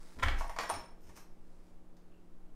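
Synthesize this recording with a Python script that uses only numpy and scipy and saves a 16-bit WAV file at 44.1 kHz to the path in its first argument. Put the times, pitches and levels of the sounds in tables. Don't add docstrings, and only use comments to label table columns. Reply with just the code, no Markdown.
import sys
import numpy as np
from scipy import signal
from scipy.fft import rfft, irfft
from scipy.io import wavfile
from scipy.ndimage import uniform_filter1d

SR = 44100
rng = np.random.default_rng(int(sys.argv[2]) if len(sys.argv) > 2 else 0)


def store_wav(level_fs):
    pcm = np.round(np.clip(np.atleast_2d(level_fs), -1, 1) * 32767)
    wavfile.write(sys.argv[1], SR, pcm.T.astype(np.int16))


N = 112454


def amp(db):
    return 10 ** (np.asarray(db) / 20)


def unit(x):
    return x / np.sqrt(np.mean(x ** 2) + 1e-20)


def curve_at(points, hz):
    points_hz, values = np.transpose(points)
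    return np.interp(np.log(hz + 1), np.log(points_hz + 1), values)


def add(mix, start_s, sound):
    part = mix[max(round(start_s * SR), 0):][:len(sound)]
    part += sound[:len(part)]


def coloured(x, eq):
    gains = amp(curve_at(eq, np.fft.rfftfreq(len(x), 1 / SR)))
    return unit(irfft(rfft(x) * gains, len(x)))


def wander(samples):
    return unit(uniform_filter1d(uniform_filter1d(rng.standard_normal(N), samples), samples))


def swells(strokes):
    t = np.arange(N) / SR
    return sum(amp(db) * np.exp(-((t - peak_s) / width_s) ** 2 / 2) for peak_s, width_s, db in strokes)


def friction(eq, spread_db, slips_per_s=2500):
    boost_db = spread_db * np.minimum(rng.exponential(1, N), 4)
    sizes = amp(boost_db) * rng.standard_normal(N)
    return coloured(sizes * (rng.random(N) < slips_per_s / SR), eq)


# freq_hz, t60_s
ROOM_DECAY = [(100, 0.99), (400, 0.72), (900, 0.446), (2000, 0.47), (5000, 0.37), (9000, 0.38),
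              (15000, .38)]

def room(x, wet_db, build_s=0.002):
    size = 32768
    hz, t, noise = signal.stft(rng.standard_normal(size), SR, nperseg=256)
    decay = amp(-60 * t / curve_at(ROOM_DECAY, hz)[:, None])
    tail = signal.istft(noise * decay, SR, nperseg=256)[1][:size]
    tail *= 1 - np.exp(-np.arange(size) / SR / build_s)
    response = amp(wet_db) * tail / np.linalg.norm(tail)
    response[0] += 1
    return signal.fftconvolve(x, response)[:N]


# freq_hz, gain_db
AIR_EQ = [(5, 17), (11, 25.5), (20, 17.5), (35, -9.5), (60, -6.5), (140, -14), (300, -13), (500, -15.5),
          (1000, -23.5), (2000, -33), (4000, -39.5), (9000, -42.5), (16000, -48.5)]
# pitch_hz, rms_db
HUM_PARTIALS = [(177.6, -68), (236.9, -76), (312.2, -73.5), (355.3, -75.5)]

def room_tone(air_db=-48):
    t = np.arange(N) / SR
    bed = amp(air_db) * coloured(rng.standard_normal(N), AIR_EQ)
    for hz, db in HUM_PARTIALS:
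        waver = 0.33 * wander(samples=6000)
        bed += amp(db) * np.sqrt(2) * np.sin(2 * np.pi * (hz * t + rng.random()) + waver)
    return bed


# pitch_hz, level_db, attack_s, hold_until_s, t60_s
SHAKE_MODES = [(22.3, -28.5, 0.014, 0.18, 0.5), (39, -46, 0.016, 0.15, 0.16), (55.65, -35, .03, 0.12, 0.45),
               (82.66, -27.5, 0.023, 0.023, .15), (103.1, -35, 0.025, 0.029, 0.13),
               (267.5, -48, 0.035, 0.0394, 0.49)]

def drawer_shake(start_s=0.229):
    boom, t = np.zeros(N), np.maximum(np.arange(N) / SR - start_s, 0)
    for hz, db, attack_s, hold_until_s, t60_s in SHAKE_MODES:
        envelope = np.minimum(t / attack_s, 1) * amp(db - 60 * np.maximum(t - hold_until_s, 0) / t60_s)
        boom += envelope * np.sin(2 * np.pi * hz * t)
    return boom


# peak_s, half_width_s, level_db
SKIN_RUBS = [(0.067, 0.39, -65), (1.514, 0.084, -78), (1.68, 0.046, -79.5), (2.17, 0.024, -99)]
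RIM_DRAGS = [(2.155, .022, -78)]
HAND_PUSHES = [(0.20, 0.025, -45.5), (0.32, 0.042, -48), (0.76, 0.051, -50), (1.11, 0.062, -57.5)]
# freq_hz, gain_db
RUB_EQ = [(100, 2.5), (900, 7), (1700, 4), (3000, -4), (5100, 0.5), (6500, -3.5), (9500, -3.5),
          (12000, -12.5), (16000, -16)]
DRAG_EQ = [(100, -16), (2100, -24), (2700, 9), (3300, -3), (4200, -30), (16000, -30)]
PUSH_EQ = [(20, 2.5), (55, -3), (90, 3.5), (150, -20.5), (250, -8.5), (400, -12.5), (700, -25), (2000, -49),
           (16000, -75.5)]

def fingers():
    rubs = swells(SKIN_RUBS) * friction(RUB_EQ, spread_db=3)
    drags = swells(RIM_DRAGS) * friction(DRAG_EQ, spread_db=5)
    skin = room(rubs + drags, wet_db=-2.5)
    return skin + swells(HAND_PUSHES) * coloured(rng.standard_normal(N), PUSH_EQ)


def ring(modes, t):
    return sum(amp(db - 60 * t / t60_s) * np.sin(2 * np.pi * hz * t) for hz, db, t60_s in modes)


# freq_hz, gain_db
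TICK_EQ = [(100, -25.5), (2000, -10.5), (4000, 8), (6200, 7.5), (8000, 0), (9300, 2), (11000, -8.5),
           (14000, -3), (16000, -15.5)]

def impacts(hits, modes, clack_eq, body_attack_s, snap_s, body_wet_db, clack_wet_db, tick_wet_db):
    bodies, clacks, ticks = np.zeros((3, N))
    t = np.arange(8192) / SR
    body = ring(modes, t) * (1 - np.exp(-t / body_attack_s))
    for start_s, body_db, clack_db, tick_db, contact_decay_s in hits:
        clack_noise, tick_noise = rng.standard_normal((2, len(t)))
        contact = 2 * np.exp(-t / contact_decay_s) * (1 - np.exp(-t / snap_s))
        add(bodies, start_s, amp(body_db) * body)
        add(clacks, start_s, amp(clack_db) * contact * coloured(clack_noise, clack_eq))
        add(ticks, start_s, amp(tick_db) * contact * coloured(tick_noise, TICK_EQ))
    return room(bodies, body_wet_db) + room(clacks, clack_wet_db) + room(ticks, tick_wet_db)


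# start_s, body_db, clack_db, tick_db, contact_decay_s
BOX_HITS = [(0.187, -48.5, -57.5, -64, .005), (0.195, -47, -52, -61.5, 0.0074),
            (0.224, -29, -38, -68, 0.006), (0.229, -24, -33.5, -45.5, 0.0059),
            (0.234, -47.5, -29, -45.5, 0.0045), (0.246, -42.5, -36.5, -57, 0.0026),
            (0.259, -37.5, -36.5, -67.5, .003), (0.274, -38, -34.5, -55.5, 0.002),
            (0.283, -37, -27.5, -50.5, 0.0036), (0.296, -44, -43.5, -56, 0.0048)]
# pitch_hz, gain_db, t60_s
BOX_MODES = [(535, -9, .07), (684, -13, .07), (840, -16, .05), (960, -7, .03), (1037, 0, .05),
             (1366, -1, .055), (1580, -9, .04), (1787, -7, .06), (2000, -9, .04), (2227, -7, .05),
             (2300, -10, .05), (3420, -13, .03)]
# freq_hz, gain_db
BOX_CLACK_EQ = [(100, -24), (250, -8), (450, -11), (900, 1), (1600, 0.5), (2150, 1), (2650, -9), (3400, -6),
                (4600, -19.5), (7000, -32), (16000, -45.5)]

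def box_bumps():
    return impacts(BOX_HITS, BOX_MODES, BOX_CLACK_EQ, body_attack_s=0.0025, snap_s=0.0011,
                   body_wet_db=-13.5, clack_wet_db=-1.5, tick_wet_db=-3)


# peak_s, rise_s, fall_s, level_db, metal_send_db
SCRAPE_STROKES = [(0.404, 0.018, 0.0073, -53.5, -24), (1.035, 0.017, 0.022, -74.5, -6),
                  (1.094, 0.016, 0.0071, -65.5, -8), (1.167, 0.012, 0.01, -60, -12)]
# freq_hz, gain_db
SCRAPE_EQ = [(100, -19), (900, 1.5), (2000, -0.5), (4200, -9.5), (5800, 2), (7300, -7), (9200, -5),
             (10800, -12), (14000, -13), (16000, -26)]
# pitch_hz, gain_db, t60_s
HELD_COIN_MODES = [(5340, 0.5, 0.056), (9000, 0, 0.034), (12100, 7, .07)]

def coin_scrapes():
    scrapes, t = np.zeros(N), np.arange(N) / SR
    slips = friction(SCRAPE_EQ, spread_db=4)
    metal = unit(signal.fftconvolve(slips, ring(HELD_COIN_MODES, t[:SR // 10]))[:N])
    for peak_s, rise_s, fall_s, db, metal_send_db in SCRAPE_STROKES:
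        width_s = np.where(t < peak_s, rise_s, fall_s)
        scrapes += swells([(peak_s, width_s, db)]) * (slips + amp(metal_send_db) * metal)
    return room(scrapes, wet_db=1.5)


# start_s, body_db, clack_db, tick_db, contact_decay_s
COIN_HITS = [(0.409, -27, -46.5, -82, 0.0032), (0.444, -32, -50, -66, 0.001),
             (0.495, -31, -46, -56, 0.0024), (0.563, -32, -48, -58, 0.0031), (0.587, -33, -31, -45, 0.0027),
             (0.597, -46.5, -37.5, -70, 0.0022), (0.636, -33, -42.5, -59, 0.0024),
             (0.693, -41.5, -45, -52, .004), (0.699, -19, -35, -44.5, 0.0019),
             (0.737, -35, -47, -71, 0.0076), (1.094, -52, -67, -80, .006), (1.175, -47, -62.5, -64, 0.0055),
             (1.583, -81, -67.5, -81, .002), (1.668, -79.5, -72, -81, .002), (1.968, -81, -72, -69, 0.0025)]
# pitch_hz, gain_db, t60_s
KNOCK_MODES = [(545, -20, .06), (655, -12, .05), (682, -12, .07), (772, -15, .11), (835, -16, .15),
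               (944, 0, .045), (1020, -3, .035), (1100, -7, .05), (1240, -10, .04), (1370, -14, .04),
               (1785, -18, .06)]
# freq_hz, gain_db
COIN_CLACK_EQ = [(100, -18), (250, -13.5), (450, -2), (1050, 1.5), (1600, 1), (2200, -2), (2700, -6.5),
                 (3500, -9.5), (4800, -13.5), (7000, -15), (16000, -48)]

def coin_knocks():
    return impacts(COIN_HITS, KNOCK_MODES, COIN_CLACK_EQ, body_attack_s=0.0021, snap_s=0.00062,
                   body_wet_db=-8, clack_wet_db=3, tick_wet_db=1.5)


# pitch_hz, gain_db, free_t60_s
COIN_MODE_GROUPS = [
    [(5335, -5, .5), (5378, 0, .7), (5407, -10, .4)],
    [(9262, -8, .06), (9284, 0, .06), (9277, -28, .25)],
    [(12192, 0, .2), (12215, -9, .12)],
]
# start_s, low_db, middle_db, top_db
RING_CUES = [(0.478, -71, -65, -82), (0.497, -68.5, -57.5, -67), (0.535, -69, -66, -78),
             (0.587, -66, -60, -64), (0.608, -84, -56.5, -67), (0.632, -63.5, -58, -60),
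             (0.655, -62, -69, -76), (0.692, -61, -49, -72), (0.699, -56, -37.5, -56),
             (0.738, -53.5, -75, -64), (1.165, -77, -82, -67)]

def coin_ring(settle_s=0.115, flutter_db=3):
    rings, t = np.zeros(N), np.arange(SR // 2) / SR
    smother = np.exp(-(t / settle_s) ** 2 / 2)
    groups = [ring(modes, t) * smother for modes in COIN_MODE_GROUPS]
    for start_s, *levels_db in RING_CUES:
        add(rings, start_s, sum(amp(db) * group for db, group in zip(levels_db, groups)))
    rocking = wander(samples=300)
    return room(rings * amp(flutter_db * rocking), wet_db=-4.5)


def scene():
    foley = box_bumps() + coin_knocks() + coin_ring() + coin_scrapes() + fingers()
    return (foley + drawer_shake() + room_tone())[None]


def record(dry, cutoff_hz=15800):
    high_cut = signal.firwin(511, cutoff_hz, window=("kaiser", 9), fs=SR)
    return signal.oaconvolve(dry, high_cut[None], "same")


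dry = scene()
out = record(dry)
store_wav(out)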